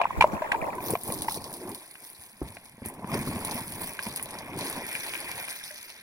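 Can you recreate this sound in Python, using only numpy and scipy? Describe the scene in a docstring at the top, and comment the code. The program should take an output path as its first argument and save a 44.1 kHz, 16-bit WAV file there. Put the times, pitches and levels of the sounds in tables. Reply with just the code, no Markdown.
"""Loose stones knock, grind and clatter under a hiker who slides down a gully and shuffles to a stop.
The stones are ringing modes with noise cracks; sliding is noise chopped into many small contacts.
Boots and pack thud as low rings with noisy scuffs. The nylon jacket, close to the microphones, rustles
as ticking noise and snaps as short bursts. A small hand-held camera hears it all through two ports
in a resonant housing, modelled as a phase lag and a loss of likeness between them."""
import sys
import numpy as np
from scipy import signal
from scipy.fft import rfft, irfft, next_fast_len
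from scipy.io import wavfile
from scipy.ndimage import uniform_filter1d

SR = 44100
rng = np.random.default_rng(int(sys.argv[2]) if len(sys.argv) > 2 else 0)


def dump_mix(stems):
    """Bounce the given channels to the path in sys.argv[1] as a 16-bit WAV at rate SR."""
    frames = np.atleast_2d(stems).T  # one column per channel
    limited = np.clip(frames, -1, 1)  # hard clip at full scale
    pcm = np.round(limited * 32767).astype(np.int16)
    wavfile.write(sys.argv[1], SR, pcm)


N = 265790

# The slide underfoot. Each row: time in seconds, deep grind of the body in dB, higher grind of boots in dB,
# clatter of stones in dB, grit in the clatter in dB.
SLIDE_LEVELS = [(0.0, -60, -70, -30, -38), (0.09, -50.5, -61, -47.5, -48), (0.3, -49.5, -53, -38, -53),
                (0.5, -51.5, -58, -39.5, -46.5), (0.57, -50, -47, -35, -53),
                (0.79, -47.5, -45.5, -41, -54.5), (0.92, -37, -38, -40, -45), (0.99, -56, -63, -52.5, -59),
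                (1.08, -41, -37, -43.5, -51), (1.36, -49, -56.5, -45.5, -61),
                (1.56, -51.5, -47.5, -48, -57), (1.7, -45.5, -38, -45.5, -52),
                (1.81, -67.5, -61, -57, -55.5), (2.36, -65.5, -73, -63.5, -60),
                (2.46, -55, -61, -54.5, -55), (2.81, -61, -83, -65, -61.5), (2.85, -46, -50, -51.5, -50),
                (2.92, -49, -49.5, -48.5, -55), (3.06, -50, -56.5, -47, -59), (3.14, -30, -36, -36, -41),
                (3.2, -38, -41, -43.5, -45.5), (3.28, -35.5, -43, -41, -45), (3.55, -40, -52, -42, -42.5),
                (3.74, -48, -55, -49.5, -49), (3.82, -41.5, -48, -45.5, -45),
                (4.02, -56, -58, -51.5, -48.5), (4.3, -49.5, -54, -45, -48.5), (4.55, -45, -44, -46, -46),
                (4.62, -51, -46, -41.5, -39.5), (4.8, -45, -54, -41.5, -43),
                (4.92, -57.5, -53.5, -49.5, -39), (5.3, -54, -52.5, -45, -41),
                (5.62, -64.5, -74, -59, -47.5), (6.027, -68, -70, -63, -51.5)]
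# Nylon close to the ports. Each row: time in seconds, rustle in dB.
RUSTLE_LEVELS = [(0.0, -67), (0.4, -64), (0.53, -56), (0.72, -65), (0.9, -39.5), (0.99, -52), (1.05, -40.5),
                 (1.23, -43), (1.265, -56), (1.29, -38), (1.4, -51.5), (1.75, -48), (2.3, -54),
                 (2.36, -58.5), (2.46, -50.5), (2.8, -62), (2.845, -58), (2.865, -52), (2.91, -63),
                 (3.06, -60.5), (3.13, -50), (3.42, -41.5), (3.88, -43), (3.98, -51), (4.07, -43.5),
                 (4.24, -47), (4.3, -52.5), (4.54, -53.5), (4.59, -42), (4.88, -48), (4.95, -38.5),
                 (5.42, -44.5), (5.85, -49.5), (6.027, -57.5)]
# Struck stones. Each row: start in seconds, blow in dB, stone pitch in Hz, overtone against it in dB,
# hardness (upper ring against the blow) in dB, centre of the upper ring in Hz, build-up in seconds,
# t60 of the pitch in seconds.
STONE_KNOCKS = [(0.014, -14.5, 684, 0.5, -8.5, 2400, 0.0015, 0.037),
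                (0.042, -23, 880, -20, -12.5, 2300, 0.00086, 0.0081),
                (0.053, -9, 970, -16, -41, 1600, 0.0025, 0.014),
                (0.105, -19, 1020, -29, -38, 2300, 0.0028, 0.022),
                (0.206, -3.5, 898, -20, -6.5, 2500, 0.0064, 0.013),
                (0.222, -7.5, 1013, -25, -8, 2420, 0.0013, 0.031),
                (0.2411, -5.5, 610, 1, -26, 2300, 0.0013, 0.035),
                (0.418, -19.5, 630, -1, -13.5, 1620, 0.00478, 0.046),
                (0.516, -30, 910, -22, 15.5, 1810, 0.0046, 0.011),
                (0.537, -16.5, 910, -28, -18.5, 1700, 0.013, 0.03),
                (0.779, -25.5, 990, -15, -20, 2000, 0.0052, .08),
                (0.897, -27.5, 458, 1, -18, 2000, 0.0024, 0.032),
                (0.935, -14, 437, -25, -31, 2000, 0.0012, 0.023),
                (0.952, -19.5, 688, -0.5, -11, 2400, 0.00207, 0.033),
                (1.1, -25, 500, -4, -12, 2280, 0.0039, 0.012),
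                (1.28, -15, 914, -27, -13, 1980, 0.0065, 0.017),
                (1.953, -48.5, 1020, -18, 9.5, 2160, 0.0016, 0.019),
                (2.568, -39, 696, -20, 3, 2100, 0.0016, 0.035),
                (3.043, -27.5, 980, -20, -16, 2050, 0.0019, 0.017),
                (3.99, -34, 1090, -26, 11.5, 1800, 0.002, 0.0069),
                (4.066, -29, 926, -14, -3, 2200, 0.002, 0.026),
                (4.196, -45.5, 710, -14, 15, 1800, 0.0013, 0.013),
                (4.351, -32.5, 855, -5, -36.5, 2000, 0.0024, .017),
                (4.916, -48, 826, -14, 17, 2100, 0.0015, 0.011),
                (4.949, -40, 815, -14, 13.5, 2350, 0.0051, .02),
                (5.136, -35.5, 900, -12, 8, 2400, 0.00077, .01),
                (5.152, -42, 570, -16, 16.5, 2450, 0.00093, .015),
                (5.378, -36, 910, -16, -20, 2000, 0.0028, .015),
                (5.482, -35.5, 990, -14, 2, 2400, 0.0016, .012),
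                (5.702, -44.5, 606, -21, 3, 1700, 0.009, 0.15)]
# Boots and pack landing. Each row: start in seconds, weight in dB, pitch in Hz, t60 of the scuff in seconds.
LANDINGS = [(0.171, -29, 58, 0.89), (0.331, -23, 209, 0.11), (0.622, -32, 268, 0.08),
            (0.923, -27, 327, 0.1), (1.087, -28, 300, 0.2), (1.373, -27, 376, 0.025),
            (2.19, -49, 82, 0.081), (2.4155, -22, 324, 0.058), (2.417, -29.5, 62, 0.23),
            (2.496, -40.5, 100, 0.042), (2.78, -39, 226, 0.05), (2.8185, -30, 225, 0.065),
            (2.859, -29.5, 214, 0.1), (3.043, -26.5, 192, 0.036), (3.272, -25, 250, 0.094),
            (3.154, -25, 238, 0.084), (4.064, -30.5, 194, 0.28), (4.57, -25.5, 288, 0.072),
            (4.607, -28, 262, 0.12), (4.775, -27, 235, 0.083)]
# Cloth snaps. Each row: start in seconds, snap before colouring in dB, scratchy bottom against it in dB.
CLOTH_SNAPS = [(0.7522, -32, -11), (0.905, -12.5, -35), (0.912, -29, -24), (1.012, -29, -5),
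               (1.034, -19, -24), (1.077, -21, -18), (1.138, -26, -23), (1.177, -34, 4), (1.188, -26, -1),
               (1.22, -13.5, -9.5), (1.296, -30, 5), (1.3206, -17, -11), (1.343, -23.5, 2.5),
               (1.3504, -20, -29), (1.441, -26, 2), (1.5277, -24, -12), (1.5384, -21, -7),
               (1.568, -26, -16), (1.6916, -24, -24), (1.747, -22, -6.5), (2.8588, -17.5, -29),
               (2.885, -22, -36), (2.939, -32, -10), (3.278, -22, -11), (3.31, -28, -27),
               (3.4485, -14.5, -8), (3.511, -27.5, 6.5), (3.818, -20, -15), (3.8717, -20, -27),
               (4.1604, -13, -14), (4.2263, -15, -33), (4.3867, -27.5, 3), (4.609, -27, 7.5),
               (4.671, -34.5, 8), (4.698, -15.5, -25), (4.8658, -21.5, -10), (4.9472, -25, -15)]
# Upper modes of struck stone. Each row: nominal pitch in Hz, level before the off-centre loss in dB,
# t60 in seconds.
STONE_MODES = [(1630, 3, 0.018), (1950, 0, 0.014), (2400, 3, 0.022), (2920, 0, 0.014), (4100, -2, 0.011)]
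# Relative spectra of the sounds. Each row: frequency in Hz, gain in dB.
GRIND_COLOUR = [(50, -13.5), (100, -1), (150, -2.5), (220, -0.5), (300, -4.5), (500, -37)]
BOOTS_COLOUR = [(150, -38.5), (250, -6), (340, 0.5), (450, -5.5), (600, -22.5), (900, -67.5)]
RUMBLE_COLOUR = [(12, 5), (25, -11.5), (60, -2), (100, -4), (200, -34)]
CLATTER_COLOUR = [(250, -40), (450, -14), (620, -4), (700, -6), (800, -5), (940, -3), (1050, -3.5),
                  (1140, -10.5), (1250, -21.5), (1800, -61)]
GRIT_COLOUR = [(900, -35), (1300, -11), (1600, -4), (2050, 0), (2400, 1.5), (2800, -10), (3500, -9),
               (5000, -42.5)]
SCRATCH_COLOUR = [(2200, -14.5), (3400, -0.5), (4300, 2.5), (5300, 2), (6200, -0.5), (7000, -13),
                  (9000, -37.5)]
SWISH_COLOUR = [(5500, -18.5), (7200, -7.5), (8500, 0), (9600, 6.5), (10300, 7.5), (11400, 4.5),
                (12500, -10), (14000, -39)]
AIR_COLOUR = [(10000, -40), (11800, -3), (12800, 0), (14000, -2), (16500, -4)]
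CRACK_COLOUR = [(1200, -5), (2500, 6.5), (4200, -9), (7000, -17), (10000, -15.5), (16000, -34)]
SCUFF_COLOUR = [(25, -26), (60, -9.5), (150, -3), (350, -8), (900, -18.5), (1300, -25), (2500, -50)]
# Drift of the rustle's colour. Each row: time in seconds, coarse scratch against the rustle in dB,
# fine air against it in dB.
RUSTLE_TINT = [(0.0, 4, -14), (0.6, -5.5, -2), (0.85, -5, 7), (1.12, -6.5, 2), (1.25, -4, -2.5),
               (2.0, -7, -4), (3.0, -5, -5), (3.2, -4, -0.5), (3.85, -8, -0.5), (4.1, -2, -4),
               (4.5, -5, -2), (4.7, -3, -2), (5.4, -5, -2.5), (6.027, 3, -4)]
# Low sounds spread wide while the body tumbles round the camera, then narrow.
# Each row: time in seconds, gain of the part unlike between the ports in dB.
LOW_SPREAD = [(0.0, 16), (0.7, 16), (0.8, 7), (1.42, 7), (1.52, -2), (6.027, -2)]
# Phase between the ports. Each row: frequency in Hz, lead of the left port in radians (negative lags).
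PORT_LEAD = [(0, 0), (1050, -.3), (1720, -1.3), (3100, -3.2), (4480, -4.5), (5170, -6.2), (6550, -7.5),
             (7900, -9.9), (9300, -12.6), (11400, -14.4), (12750, -16.4), (16500, -23.5)]
# Likeness of the ports to equally strong common and unlike sound.
# Each row: frequency in Hz, likeness from 0 to 1.
PORT_LIKENESS = [(30, 0.3), (70, .97), (300, 0.993), (1050, 0.96), (1700, 0.76), (2400, 0.72), (3100, 0.86),
                 (4200, 0.5), (5600, 0.65), (7000, 0.44), (9500, 0.62), (12000, 0.45), (16000, 0.4)]

EDGE_HZ = 16250  # upper band limit
FULL_GRIND_DB = -40
RUMBLE_DB, RUMBLE_FOLLOWS = -55.5, 0.72  # rumble in the hand at full grind; dB per dB of grind
PEBBLE_HZ, PEBBLE_DB, PEBBLES_PER_S = (350, 2600), -6, 400  # pitch range; level against the clatter
PRICK_DB = -5  # sharp ticks against the rustle
SNAP_AIR_DB = -4  # gain into the top of a snap against its middle
OVERTONE, OFF_CENTRE_DB = 1.55, 17  # ratio to pitch; loss of upper modes per octave from the centre
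CRACK_DB, CRACK_FOLLOWS = 2.5, 0.86  # harder blows crack louder: dB per dB of hardness
THUD_CYCLES, THUD_RISE_CYCLES = 9, 0.4  # cycles in which the push dies by 60 dB, and swells
SCUFF_DB = -5.5  # scuff against the weight, before colouring


def gain_of(db):
    """Decibels to a factor."""
    return 10 ** (np.asarray(db) / 20)


def evened(x):
    """Scales to rms 1."""
    return x / np.sqrt(np.mean(x ** 2) + 1e-20)


def read(points, hz):
    """A spectrum table read on a log-frequency axis."""
    f, value = np.transpose(points)
    return np.interp(np.log(hz + 1), np.log(f + 1), value)


def curves(table):
    """Every column of a curve table, sample by sample."""
    s, *columns = np.transpose(table)
    return [np.interp(np.arange(N) / SR, s, c) for c in columns]


def add(mix, s, sound):
    """Mixes a two-row sound in at a time in seconds."""
    part = mix[:, round(s * SR):][:, :sound.shape[1]]
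    part += sound[:, :part.shape[1]]


def coloured(x, colour):
    """Causal minimum-phase filter with the given relative spectrum."""
    log_gain = np.log(gain_of(read(colour, abs(np.fft.fftfreq(8192, 1 / SR)))))
    taps = np.fft.ifft(np.exp(np.conj(signal.hilbert(log_gain)))).real[:2048]
    taps = taps / np.linalg.norm(taps)
    return signal.oaconvolve(x, taps[None], axes=1)[:, :x.shape[1]]


def impacts(per_s, spread_db):
    """Sparse contacts at random times, of random sizes."""
    size = gain_of(spread_db * np.minimum(rng.exponential(1, N), 4))
    return size * (rng.random(N) < per_s / SR)


def grains(per_s, spread_db, t60, bed):
    """Envelope of many small contacts: sudden start, quick decay, over an even bed."""
    fall = np.exp(-np.log(1000) / (t60 * SR))
    contacts = signal.lfilter([1], [1, -fall], impacts(per_s, spread_db))
    return evened(bed + evened(contacts))


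def rubbed(level_db, colour, contacts, patchy_db):
    """Noise chopped into contacts, patchy in pitch, then coloured; row 1 is an unrelated twin."""
    z = signal.stft(contacts * rng.standard_normal((2, N)), nperseg=256)[2]
    patches = uniform_filter1d(rng.standard_normal(z.shape[1:]), size=5, axis=0)  # across pitch
    patches = uniform_filter1d(patches, size=8, axis=1)  # across time
    patchy = signal.istft(z * gain_of(patchy_db * evened(patches)), nperseg=256)[1][:, :N]
    return gain_of(level_db) * evened(coloured(patchy, colour))


def burst(t60, rise):
    """A short puff of noise that swells and dies, in two unrelated rows."""
    t = np.arange(9000) / SR
    return rng.standard_normal((2, 9000)) * (1 - np.exp(-t / rise)) * gain_of(-60 * t / t60)


def ring(hz, t60, rise):
    """A mode that swells to its peak, then dies; the twin row has a chance phase."""
    t = np.arange(6000) / SR
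    shape = np.minimum(t / rise, 1) ** 2 * gain_of(-60 * np.maximum(t - rise, 0) / t60)
    phase_cycles = np.array([[0], [rng.random()]])
    return shape * np.sin(2 * np.pi * (hz * t + phase_cycles))


def slide(slips):
    """Grinding weight, rolling stones and their grit share some contacts; the hand feels the grind."""
    grind_db, boots_db, clatter_db, grit_db = curves(SLIDE_LEVELS)
    rumble_db = RUMBLE_DB + RUMBLE_FOLLOWS * (grind_db - FULL_GRIND_DB)
    stones = grains(per_s=350, spread_db=4, t60=0.016, bed=2.6)
    lurches = grains(per_s=45, spread_db=1.5, t60=0.043, bed=8)
    grind = rubbed(grind_db, GRIND_COLOUR, lurches * stones ** 0.3, patchy_db=3)
    boots = rubbed(boots_db, BOOTS_COLOUR, lurches ** 0.23 * stones ** 0.6, patchy_db=3.5)
    rumble = rubbed(rumble_db, RUMBLE_COLOUR, lurches, patchy_db=0.5)
    rolling = stones * lurches ** 0.18 * slips ** 0.4
    clatter = rubbed(clatter_db, CLATTER_COLOUR, rolling, patchy_db=3)
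    low = grind + boots + rumble + clatter + pebbles(clatter_db + PEBBLE_DB)
    grit = rubbed(grit_db, GRIT_COLOUR, slips ** 0.3 * stones ** 0.7, patchy_db=2)
    return low, grit


def pebbles(level_db):
    """Small stones of many sizes tap one another at random, each with a short ring of its own."""
    size = impacts(PEBBLES_PER_S, spread_db=3.5)
    which = rng.integers(0, 24, N)
    taps = 0
    for k, hz in enumerate(np.geomspace(*PEBBLE_HZ, 24)):
        stone = ring(hz, 0.02, rise=0.0012)[:, :2000] * hz ** -0.3  # higher stones are softer
        taps = taps + signal.oaconvolve((size * (which == k))[None], stone, axes=1)
    return gain_of(level_db) * evened(taps[:, :N])


def jacket(slips):
    """Nylon folds slip in tiny ticks, some shared by all pitches; the largest folds snap and fizz briefly."""
    swish_db, = curves(RUSTLE_LEVELS)
    scratch_db, air_db = curves(RUSTLE_TINT)
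    ticks, scuffs, fizz = (grains(per_s=400, spread_db=3.5, t60=0.004, bed=1.5) for _ in range(3))
    pricks = grains(per_s=260, spread_db=4, t60=0.002, bed=0)  # grit pricks the cloth
    pricks = pricks * slips ** 0.8 * rng.standard_normal((2, N))
    snaps = gain_of(swish_db + PRICK_DB) * evened(pricks)
    bottoms = gain_of(scratch_db) * snaps
    for s, db, bottom_db in CLOTH_SNAPS:
        snap = gain_of(db) * (burst(0.008, rise=0.0008) + 0.16 * burst(0.08, rise=0.003))
        add(snaps, s, snap)
        add(bottoms, s, gain_of(bottom_db) * snap)
    swish = rubbed(swish_db, SWISH_COLOUR, slips * ticks, patchy_db=2)
    scratch = rubbed(swish_db + scratch_db, SCRATCH_COLOUR, slips * scuffs, patchy_db=4)
    air = rubbed(swish_db + air_db, AIR_COLOUR, slips * fizz, patchy_db=5)
    middles = coloured(snaps, SWISH_COLOUR)
    tops = gain_of(SNAP_AIR_DB) * coloured(snaps, AIR_COLOUR)
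    return swish + scratch + air + middles + tops + coloured(bottoms, SCRATCH_COLOUR)


def knocks():
    """Each blow rings the stone's body and the upper modes nearest its centre, with a sharp crack on top."""
    out, cracks = np.zeros((2, 2, N))
    for s, db, hz, over_db, hard_db, centre_hz, rise, t60 in STONE_KNOCKS:
        body = ring(hz, t60, rise) + gain_of(over_db) * ring(hz * OVERTONE, 0.7 * t60, rise)
        upper = 0
        for mode_hz, mode_db, mode_t60 in STONE_MODES:
            loss_db = OFF_CENTRE_DB * abs(np.log2(mode_hz / centre_hz))
            mode = ring(mode_hz * rng.uniform(0.98, 1.02), mode_t60, 0.8 * rise)
            upper = upper + gain_of(mode_db - loss_db) * mode
        add(out, s, gain_of(db) * (body + gain_of(hard_db) * upper))
        crack = burst(0.011, rise=0.0012) + 0.22 * burst(0.06, rise=0.002)
        crack_db = db + CRACK_DB + CRACK_FOLLOWS * hard_db
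        add(cracks, s + 0.6 * rise, gain_of(crack_db) * crack)
    return out + coloured(cracks, CRACK_COLOUR)


def thuds():
    """Boots and pack land: a low push of a cycle or two, then a rough scuff of loose ground."""
    out, scuffs = np.zeros((2, 2, N))
    for s, db, hz, t60 in LANDINGS:
        push = ring(hz, THUD_CYCLES / hz, rise=THUD_RISE_CYCLES / hz)
        add(out, s, -gain_of(db) * push)
        add(scuffs, s, gain_of(db + SCUFF_DB) * burst(t60, rise=0.002))
    return out + coloured(scuffs, SCUFF_COLOUR)


def scene():
    """Row 0 is common to both ports, row 1 its unlike twin; close blows reach the ports less alike."""
    slips = grains(per_s=110, spread_db=3.5, t60=0.01, bed=2.2)  # cloth and grit slip together
    slips = slips * grains(per_s=22, spread_db=2.5, t60=0.17, bed=1.6)  # in uneven drags
    low, grit = slide(slips)
    spread = np.array([np.ones(N), gain_of(curves(LOW_SPREAD)[0])])
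    return (low + thuds()) * spread + grit + jacket(slips) + knocks() * [[1], [1.4]]


def record(dry):
    """Two ports: the left lags and the housing makes them less alike in the treble; then the band limit."""
    size = next_fast_len(N + 1024)
    hz = np.fft.rfftfreq(size, 1 / SR)
    common, twin = rfft(dry, size)
    same = np.clip(read(PORT_LIKENESS, hz), 0, 1)
    lean = np.arccos(same) / 2  # each port leans away from the common sound, in opposite senses
    turn = np.exp(0.5j * np.interp(hz, *np.transpose(PORT_LEAD)))  # half the phase to each port
    left = (np.cos(lean) * common + np.sin(lean) * twin) * turn
    right = (np.cos(lean) * common - np.sin(lean) * twin) / turn
    ports = irfft(np.array([left, right]), size)[:, :N]
    ports = 0.9 * np.tanh(ports / 0.9)  # the loudest blows overload the input softly
    band_limit = signal.firwin(511, EDGE_HZ, window=("kaiser", 9), fs=SR)
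    return signal.oaconvolve(ports, band_limit[None], "same")


dry = scene()
out = record(dry)
dump_mix(out)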